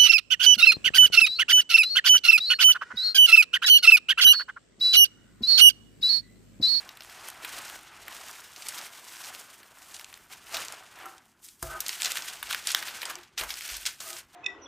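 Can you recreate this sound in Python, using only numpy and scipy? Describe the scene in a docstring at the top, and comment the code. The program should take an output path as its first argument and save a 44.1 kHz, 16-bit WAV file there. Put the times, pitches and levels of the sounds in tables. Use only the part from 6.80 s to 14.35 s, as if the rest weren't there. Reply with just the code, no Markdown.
"""Loaf, parchment and metal tray

A loaf is rolled off baking parchment onto a paper-lined tray on a kitchen table, then patted into shape.
The paper slides with a dull rustle and crackles as tiny creases flip: ringing grains mixed with smooth hiss.
Large folds buckle in snaps of band-passed noise; hands bump tray and table, which ring in decaying sines.
Low table rumble, steady room air and faint diffuse echoes surround it, all heard close up in mono."""
import sys
import numpy as np
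from scipy import signal
from scipy.fft import rfft, irfft
from scipy.io import wavfile
from scipy.ndimage import uniform_filter1d

SR = 44100
rng = np.random.default_rng(int(sys.argv[2]) if len(sys.argv) > 2 else 0)


def inscribe(sig):
    """Save sig as 16-bit PCM at rate SR to the path in sys.argv[1].

    A 1-D sig is mono; a 2-D sig holds one channel per row.
    Samples are clipped to [-1, 1] before scaling.
    """
    pcm = np.round(np.clip(np.atleast_2d(sig).T, -1, 1) * 32767)
    wavfile.write(sys.argv[1], SR, pcm.astype(np.int16))


def boost(x):
    """Linear amplitude factor 10**(x/20) for a level x in decibels (scalar or array-like)."""
    u = np.asarray(x, float) / 20
    return 10 ** u


N = 332955


def curve(rows):
    """A (time in s, level in dB) table joined by straight lines, one value a sample."""
    s, level_db = np.transpose(rows)
    return np.interp(np.arange(N) / SR, s, level_db)


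def coloured(x, spectrum):
    """Minimum-phase filter with the given spectrum, so nothing sounds early; rms 1."""
    size = 8192
    hz, db = np.transpose(spectrum)
    bins_hz = np.arange(size // 2 + 1) * SR / size
    log_gain = np.interp(np.log(bins_hz + 1), np.log(hz), db) * np.log(10) / 20
    # folding the cepstrum onto positive time makes the phase minimal
    cepstrum = irfft(log_gain)
    cepstrum[1:size // 2] *= 2
    cepstrum[size // 2 + 1:] = 0
    impulse = irfft(np.exp(rfft(cepstrum)))
    out = signal.fftconvolve(x, impulse)[:N]
    return out / np.sqrt(np.mean(out ** 2))


def placed(seconds, gains, shapes):
    """Short shapes laid on the time line."""
    out = np.zeros(N + len(shapes[0]))
    for s, gain, shape in zip(seconds, gains, shapes):
        start = round(s * SR)
        out[start:start + len(shape)] += gain * shape
    return out[:N]


def drift(rate_hz):
    """Slow chance: noise twice through a one-pole low-pass; spread 1."""
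    r = np.exp(-2 * np.pi * rate_hz / SR)
    noise = rng.standard_normal(N + SR)
    slow = signal.lfilter([1], [1, -2 * r, r * r], noise)[SR:]     # the first second settles the filter
    return slow / np.std(slow)


def ring(clicks, hz, t60_s):
    """A resonance: a unit click sets a sine of height 1 ringing, down 60 dB after t60_s."""
    r = boost(-60 / (t60_s * SR))
    w = 2 * np.pi * hz / SR
    return signal.lfilter([0, np.sin(w)], [1, -2 * r * np.cos(w), r * r], clicks + 1e-18)


# Separate tugs and presses on the paper; levels are rms, before the treble changes.
# Columns: peak_s, crackle_db, slide_db, rise_s, fall_s
# rise_s and fall_s take crackling through 20 dB; anything under 0.005 s acts as 0.005 s
MOVES = [(0.0, -48, -52.5, .1, 0.26), (.3, -50, -61, .03, 0.1), (0.451, -43.5, -51, .35, 0.19),
         (0.631, -45, -52.5, .025, 0.35), (0.781, -43, -48, .3, 0.27), (0.961, -50, -51.5, .2, -0.18),
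         (1.119, -58.5, -58, 0.33, 0.2), (1.3, -47.5, -51.5, 0.085, 0.44), (1.472, -47.5, -57.5, .7, 0.67),
         (1.89, -42.5, -54.5, .25, 0.5), (2.003, -45, -48.5, .2, 0.1), (2.499, -46.5, -52.5, .6, 0.42),
         (3.148, -53, -57, .5, 0.5), (3.516, -44.5, -53.5, .02, 0.12), (3.679, -53.5, -78, .2, 0.35),
         (3.77, -37, -44.5, 0.11, 0.31), (4.15, -61, -71, 0.085, 0.54), (4.216, -62, -49, 0.13, 0.18),
         (4.644, -65.5, -75, .04, 0.27), (4.839, -53, -77, 0.034, 0.7), (4.928, -63, -50, 0.091, 0.44),
         (5.01, -47.5, -62, 0.014, 0.7), (5.079, -38, -74, .05, 0.35), (5.254, -34, -46, 0.09, 0.15),
         (5.38, -36, -49.5, .12, 0.2), (5.486, -40.5, -52, .12, 0.2), (5.64, -43.5, -51, 0.013, -0.8),
         (5.732, -33, -47.5, .12, 0.12), (5.885, -34, -52, .08, 0.13), (5.957, -37.5, -46.5, .08, 0.21),
         (6.071, -36, -53.5, 0.13, 0.36), (6.226, -41.5, -62.5, .03, -0.5),
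         (6.29, -40.5, -46.5, .2, 0.1449), (6.579, -35, -46.5, .005, 0.0854),
         (6.612, -38, -39.5, .02, 0.09), (6.709, -38, -51, 0.057, 0.11), (6.901, -39.5, -56, 0.2, 0.27),
         (6.981, -41.5, -55, 0.11, -0.05), (7.064, -35.5, -52, 0.01, 0.0749),
         (7.205, -47.5, -53.5, .008, 0.22), (7.38, -43.5, -57, .2, 0.06), (7.55, -51.5, -59.5, .08, 2)]


def handling():
    """Each move swells to its peak and dies away; their powers add to give crackle and sliding level in dB."""
    roundness = 1.22     # above 1 a move holds near its peak, then stops quickly
    slide_lingers = 1.24     # sliding loses fewer dB than crackling away from the peak
    rest_crackle_db, rest_slide_db = -80, -73.5     # the paper settling between moves
    t = np.arange(0, N + 64, 64) / SR
    peak_s, crackle_db, slide_db, rise_s, fall_s = np.transpose(MOVES)[:, :, None]
    before = (peak_s - t) / np.maximum(rise_s, .005)
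    after = (t - peak_s) / np.maximum(fall_s, .005)
    away_db = 20 * np.where(t < peak_s, before, after) ** roundness
    crackle = np.sum(boost(crackle_db - away_db) ** 2, axis=0) + boost(rest_crackle_db) ** 2
    slide = np.sum(boost(slide_db - away_db / slide_lingers) ** 2, axis=0) + boost(rest_slide_db) ** 2
    return [np.interp(np.arange(N) / SR, t, 10 * np.log10(power)) for power in (crackle, slide)]


def creases(per_s, spread_db, clump_db, cycles, low_hz, high_hz):
    """Tiny creases flip at random, in clumps; each rings at one of 14 pitches, down 60 dB after `cycles`."""
    sizes = boost(spread_db * np.minimum(rng.exponential(1, N), 5)) * rng.choice([-1, 1], N)
    chance = per_s * boost(clump_db * drift(30)) / SR     # per_s is the rate when the drift is at zero
    clicks = sizes * (rng.random(N) < chance)
    pitches = np.geomspace(low_hz, high_hz, 14)
    dealt = rng.integers(0, 14, N)
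    return sum(ring(clicks * (dealt == k), hz, cycles / hz) for k, hz in enumerate(pitches))


def rustle(grains, grain_share, colour, flicker_db, flicker_hz):
    """Grains over the smooth hiss of paper rubbing on paper, both in the colour of the sheet; rms 1."""
    white = signal.lfilter([1, -.7], [1], grains)     # the summed rings lean to the bass; level them
    hiss = rng.standard_normal(N)
    mix = np.sqrt(grain_share) * white / np.std(white) + np.sqrt(1 - grain_share) * hiss
    return coloured(mix * boost(flicker_db * drift(flicker_hz)), colour)


def brightened(x, bright_db, split_hz):
    """Taut, dry paper lifts the treble; slack paper loses it."""
    treble = signal.sosfilt(signal.butter(2, split_hz, "high", fs=SR, output="sos"), x)
    body = signal.sosfilt(signal.butter(2, split_hz, fs=SR, output="sos"), x)
    return body - boost(bright_db) * treble     # the two halves meet in opposite phase


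# Spectrum of the crackle, relative. Columns: pitch_hz, level_db (per Hz)
CRACKLE_COLOUR = [(290, -91), (500, -64), (1440, -1.5), (3110, 0.5), (3810, -2), (8700, -1.5),
                  (10400, -4.5), (12700, -5), (16000, -2.5)]
# Treble lift of the crackle, before the dulling of strong crumpling. Columns: time_s, level_db
CRACKLE_TREBLE = [(0, -6), (.95, 2), (1.1, -9), (1.35, -0.5), (3.1, 3.5), (3.4, 4.5), (3.6, -2.5),
                  (4.1, -4.5), (4.3, 6), (4.57, 0), (4.63, 19), (4.95, 6.5), (5.1, 0.5), (6.3, -3.5),
                  (6.55, -19), (6.6, 2), (7.1, -0.5), (7.25, 9), (7.55, -5.5)]


def paper_crackle(crackle_db):
    """Fine, short-ringing creases; strong crumpling sounds fuller, with less treble."""
    dulling, even_at_db = 0.11, -60     # dB of treble lost per dB of crackle above even_at_db
    bright_db = curve(CRACKLE_TREBLE) - dulling * (crackle_db - even_at_db)
    fine = creases(per_s=2500, spread_db=4, clump_db=6, cycles=5, low_hz=1300, high_hz=14000)
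    sheet = rustle(fine, grain_share=0.36, colour=CRACKLE_COLOUR, flicker_db=2.6, flicker_hz=25)
    return brightened(boost(crackle_db) * sheet, bright_db, split_hz=5400)


# Spectrum of the sliding, relative, before its treble drifts. Columns: pitch_hz, level_db (per Hz)
SLIDE_COLOUR = [(130, -9.5), (220, -6.5), (350, -4), (480, -9.5), (700, -1.5), (1400, 3.5), (2000, 0),
                (3200, -3), (8000, -31.5)]


def paper_slide(slide_db):
    """Coarse, longer-ringing creases under much hiss give a dull rustle of drifting brightness."""
    coarse = creases(per_s=1500, spread_db=3, clump_db=3, cycles=14.5, low_hz=428, high_hz=2800)
    sheet = rustle(coarse, grain_share=0.13, colour=SLIDE_COLOUR, flicker_db=1.5, flicker_hz=230)
    # the sheet's curve keeps changing
    return brightened(boost(slide_db) * sheet, 1.5 * drift(4), split_hz=1200)


# Table rumble while the hands work. 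Columns: time_s, level_db (rms)
RUMBLE_LEVEL = [(0.0, -67.5), (1.2, -66), (2.2, -77.5), (3.6, -68), (4.6, -75.5), (5.9, -67), (6.5, -69),
                (7.55, -71)]
# Spectrum of the rumble, relative. Columns: pitch_hz, level_db (per Hz)
RUMBLE_COLOUR = [(20, -11), (35, -3), (50, -6), (100, -6), (200, -14.5), (400, -11), (800, -48)]


def table_rumble():
    """Low coloured noise of the table, following the work of the hands."""
    return boost(curve(RUMBLE_LEVEL)) * coloured(rng.standard_normal(N), RUMBLE_COLOUR)


# Spectrum of the room air, relative. Columns: pitch_hz, level_db (per Hz)
AIR_COLOUR = [(18, -45), (30, -18), (170, -4.5), (259, -3.5), (303, -8), (355, 0), (426, -36.5),
              (1540, -61), (13700, -43), (16000, -79)]


def room_air():
    """The kitchen's steady air: coloured noise at -73.5 dB rms."""
    return boost(-73.5) * coloured(rng.standard_normal(N), AIR_COLOUR)


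def snaps(folds):
    """A fold shudders as it gives, cracks over and shudders out, round its centre pitch with a thin edge above."""
    width_oct, crack_s = .9, .0003     # half-width of the band; time constant of the crack
    shudder_db, edge_db = -2.5, -9     # against the crack; treble edge against the band
    rise_share = .16     # part of the length spent shuddering before the crack
    size, lead = 2048, 512
    t = (np.arange(size) - lead) / SR
    bursts = []
    for (_, _, hz, ms), noise in zip(folds, rng.standard_normal((len(folds), size))):
        length_s = np.clip(ms, .5, 20) / 1000
        shudder = np.exp(-np.abs(t) / np.where(t < 0, rise_share * length_s, (1 - rise_share) * length_s))
        crack = (t >= 0) * np.exp(-np.abs(t) / crack_s)
        give = noise * (crack + boost(shudder_db) * shudder)
        low_hz, high_hz = hz / 2 ** width_oct, min(hz * 2 ** width_oct, .45 * SR)
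        band = signal.lfilter(*signal.butter(2, (low_hz, high_hz), "band", fs=SR), give)
        edge = signal.lfilter(*signal.butter(2, min(high_hz, 8000), "high", fs=SR), give)
        burst = band + boost(edge_db) * edge
        bursts.append(burst / np.sqrt(2 * np.max(uniform_filter1d(burst ** 2, size=16))))
    start_s, peak_db = np.transpose(folds)[:2]
    return placed(np.maximum(start_s - lead / SR, 0), boost(peak_db), bursts)


# The clearest folds that buckle. Columns: crack_s, peak_db, centre_hz, length_ms
# length_ms sums the shudder's two time constants and acts only between 0.5 and 20 ms
CLEAR_FOLDS = [(.0911, -29.5, 3700, 2.8), (.1719, -34, 2300, 2.9), (.207, -29.5, 3350, 4.1),
               (.2214, -35, 2980, 2.8), (.2344, -38, 8360, 2), (.2478, -35.5, 1370, 2.2),
               (.2975, -35.5, 3040, 3), (.4859, -24, 1490, 4.1), (.5016, -28, 7300, 1.9),
               (.648, -23.5, 2210, 6.4), (.8815, -32.5, 4500, 2), (.8903, -34, 3500, 2),
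               (.899, -29, 2270, 3), (1.047, -45, 1300, 6.7), (1.2812, -26.5, 2310, 2.8),
               (1.5127, -30.5, 7220, 0.85), (1.7622, -33, 4330, 7.2), (1.8228, -30, 4870, 10.4),
               (1.868, -27, 3640, 2.5), (1.8861, -20.5, 6500, 7.5), (1.978, -30, 4260, 16),
               (2.0138, -29.5, 4230, 2.8), (2.368, -32.5, 3460, 3.6), (2.5491, -26.5, 3030, 0.93),
               (2.8313, -39, 2530, 6.7), (3.144, -32, 5830, 29), (3.165, -32, 4730, 4),
               (3.196, -31, 3280, 1.7), (3.212, -34, 2240, 1.5), (3.2448, -28, 5400, 2.6),
               (3.3282, -34, 2380, 4.9), (3.341, -29.5, 5300, 1.8), (3.375, -36, 1700, 2),
               (3.5255, -35, 2520, 6.2), (3.7447, -21.5, 4330, 20), (3.769, -19, 3140, 3),
               (3.8225, -35, 2470, 6.7), (3.8495, -29.5, 6000, 3.6), (3.8838, -22.5, 4340, 0.43),
               (3.9234, -28.5, 5960, 2.1), (4.188, -39, 1980, 6.3), (4.2576, -32.5, 1490, 8),
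               (4.381, -40.5, 5150, 4.3), (4.687, -35, 5900, 6.7), (4.8265, -28, 7700, 5.6),
               (4.8275, -19, 1030, 5), (5.005, -17, 8700, 4.5), (5.064, -21, 4600, 4.4),
               (5.0827, -18, 7600, 4.7), (5.0926, -16.5, 4300, 2.1), (5.13, -26, 3480, 4),
               (5.202, -26, 2880, 14), (5.22, -13.5, 4970, 1), (5.232, -16, 5200, 3.5),
               (5.247, -14, 4500, 3.7), (5.2574, -14.5, 4460, 10.5), (5.303, -26.5, 2380, 21),
               (5.3193, -15.5, 6200, 1.5), (5.357, -37, 3800, 3.1), (5.371, -18, 2760, 4.2),
               (5.384, -26, 4000, 3.4), (5.422, -25.5, 4730, 2.5), (5.483, -28.5, 4640, 8.9),
               (5.6284, -20.5, 2070, 3.7), (5.7097, -19.5, 2260, 3.8), (5.7278, -16.5, 4870, 2.4),
               (5.7325, -19, 2400, 3.6), (5.7467, -14.5, 2860, 1.5), (5.8716, -13, 5950, 3.6),
               (5.8821, -22.5, 3470, 7.6), (5.904, -21, 4000, 9.9), (5.917, -21, 6500, 10),
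               (5.9481, -6, 3820, 1.25), (6.0263, -22, 2880, 4.3), (6.0835, -25, 2960, 16),
               (6.218, -22.5, 2780, 3.2), (6.2304, -21.5, 2100, 6.1), (6.2543, -22.5, 5460, 4.8),
               (6.2989, -25, 1480, 13), (6.355, -24, 4360, 1.8), (6.434, -39, 4000, 4.8),
               (6.5785, -20.5, 4140, 7.2), (6.585, -24, 3440, 15), (6.6116, -20, 2750, 6.2),
               (6.6364, -24, 1360, 8.6), (6.7053, -19, 3230, 9), (6.7404, -23.5, 5240, 2.1),
               (6.809, -23.5, 2800, 1.6), (6.8228, -30, 4000, 4), (6.8519, -27, 4300, 2),
               (6.891, -27, 4000, 15), (6.9424, -28, 5200, 9.9), (6.9675, -26.5, 7070, 6),
               (7.0545, -21.5, 4500, 4), (7.0635, -17, 4640, 13), (7.204, -27.5, 5360, 8.8),
               (7.33, -25.5, 5070, 3.2), (7.368, -32.5, 5000, 8.9)]


def large_folds():
    """Large folds store the strain of the sheet, then buckle in distinct snaps."""
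    return snaps(CLEAR_FOLDS)


def small_folds(crackle_db, count):
    """Lesser folds buckle at random, more often and louder where the paper is worked hard."""
    over_db, spread_db = 6, 1.8     # least height above the crackle; random extra
    chance, size = rng.random(count), rng.exponential(1, count)
    pitch, length = rng.standard_normal((2, count))
    busy = np.cumsum(boost(crackle_db / 4))
    at = np.searchsorted(busy, chance * busy[-1])
    peak_db = crackle_db[at] + over_db + spread_db * np.minimum(size, 3)
    centre_hz, length_ms = 4000 * 1.7 ** pitch, 4 * 1.5 ** length
    return snaps(np.transpose([at / SR, peak_db, centre_hz, length_ms]))


# Hands land on the tray; levels are drive into the modes.
# Columns: start_s, table_db, tray_db, contact_ms, hardness_db (per octave), spot (0-1 along the tray)
BUMPS = [(0.205, -71, -52, 2.2, -1, .42), (3.736, -62, -37, 15, 4, .21), (4.252, -85, -38, 16, 8, .36),
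         (4.271, -85, -46, 115, 4, .35), (4.826, -42.5, -30, 1.5, -0.5, .22),
         (4.885, -70, -33, 105, 7, .43), (5.635, -62, -68, 6.4, 4, .22), (6.301, -68, -46, 110, -3, .3),
         (6.599, -45.5, -50, 15, 6, .22), (6.906, -44, -58, 18.6, -4, .42), (7.228, -66, -40, 125, 3, .43)]
# Low resonances of the table. Columns: pitch_hz, level_db, t60_s
TABLE_MODES = [(47.4, 1, 0.54), (65, 4, 0.33), (98, -1, 0.21), (133, -2, 0.46)]
# Resonances of the metal tray, before its bass is thinned. Columns: pitch_hz, level_db, t60_s
TRAY_MODES = [(352, -2, .16), (520, -9, .06), (657, -1, .1), (775, -3, .09), (1010, -7, .06),
              (1245, -1, .08), (1340, -4, .07), (1530, -5, .05)]


def bumps(rubbing):
    """A hand pushes smoothly on the table and roughly on the tray, which the sliding paper rings too."""
    middle_hz, thin_hz = 760, 287     # pivot of the hardness tilt; bass cut of the tray
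    rattle_db, rattle_s = -14.5, 0.046
    t = np.arange(8192) / SR
    start_s, table_db, tray_db, contact_ms, hardness_db, spot = np.transpose(BUMPS)
    touch = np.sin(np.pi * np.clip(t / (contact_ms[:, None] / 1000), 0, 1)) ** 2
    push = touch / np.sum(touch, axis=1, keepdims=True)
    # the tray rattles on after the touch
    rough = touch ** 0.35 + boost(rattle_db) * np.exp(-t / rattle_s)
    scuff = rng.standard_normal(touch.shape) * rough / np.sqrt(np.sum(rough ** 2, axis=1, keepdims=True))
    table, tray = np.zeros(N), np.zeros(N)
    for hz, level_db, t60_s in TABLE_MODES:
        table += ring(placed(start_s, boost(table_db + level_db), push), hz, t60_s)
    for k, (hz, level_db, t60_s) in enumerate(TRAY_MODES):
        # knuckles and nails favour the high modes
        blow_db = tray_db + hardness_db * np.log2(hz / middle_hz)
        # a mode stays quiet when touched at one of its nodes
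        reach = np.sin(np.pi * (k + 1) * spot)
        drive = placed(start_s, reach * boost(blow_db), scuff) + rubbing
        tray += boost(level_db) * ring(drive, hz, t60_s)
    # the tray's ringing keeps clear of the bass
    return table + signal.lfilter(*signal.butter(2, thin_hz, "high", fs=SR), tray)


def kitchen_echoes(x):
    """Diffuse echoes: noise that dies away, duller than the direct sound."""
    t60_s, first_wall_s, wall_cut_hz = 0.21, 0.0079, 3000
    t = np.arange(SR // 2) / SR
    echoes = rng.standard_normal(len(t)) * boost(-60 * t / t60_s) * (t > first_wall_s)
    echoes = signal.lfilter(*signal.butter(1, wall_cut_hz, fs=SR), echoes)
    return signal.fftconvolve(x, echoes / np.sqrt(np.sum(echoes ** 2)))[:N]


def scene():
    """Paper, tray and table in a kitchen with its steady air, the same in both channels."""
    crackle_db, slide_db = handling()
    slide = paper_slide(slide_db)
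    paper = paper_crackle(crackle_db) + slide + large_folds() + small_folds(crackle_db, count=45)
    echoes = boost(-17) * kitchen_echoes(paper)
    hands = bumps(rubbing=boost(-63) * slide)
    mono = paper + echoes + hands + table_rumble() + room_air()
    return np.stack([mono, mono])


def low_pass(x):
    """Removes everything above the highest recorded frequency."""
    return signal.sosfilt(signal.butter(12, 16670, fs=SR, output="sos"), x)


def record(dry):
    """The microphone loses the deepest bass, below 39 Hz, and the top is cut steeply by 16280 Hz."""
    bass_cut = signal.butter(4, 39, "high", fs=SR, output="sos")
    top_cut = signal.cheby2(10, 60, 16280, fs=SR, output="sos")
    mix = signal.sosfilt(top_cut, signal.sosfilt(bass_cut, dry))
    return low_pass(mix)


dry = scene()
out = record(dry)
inscribe(out)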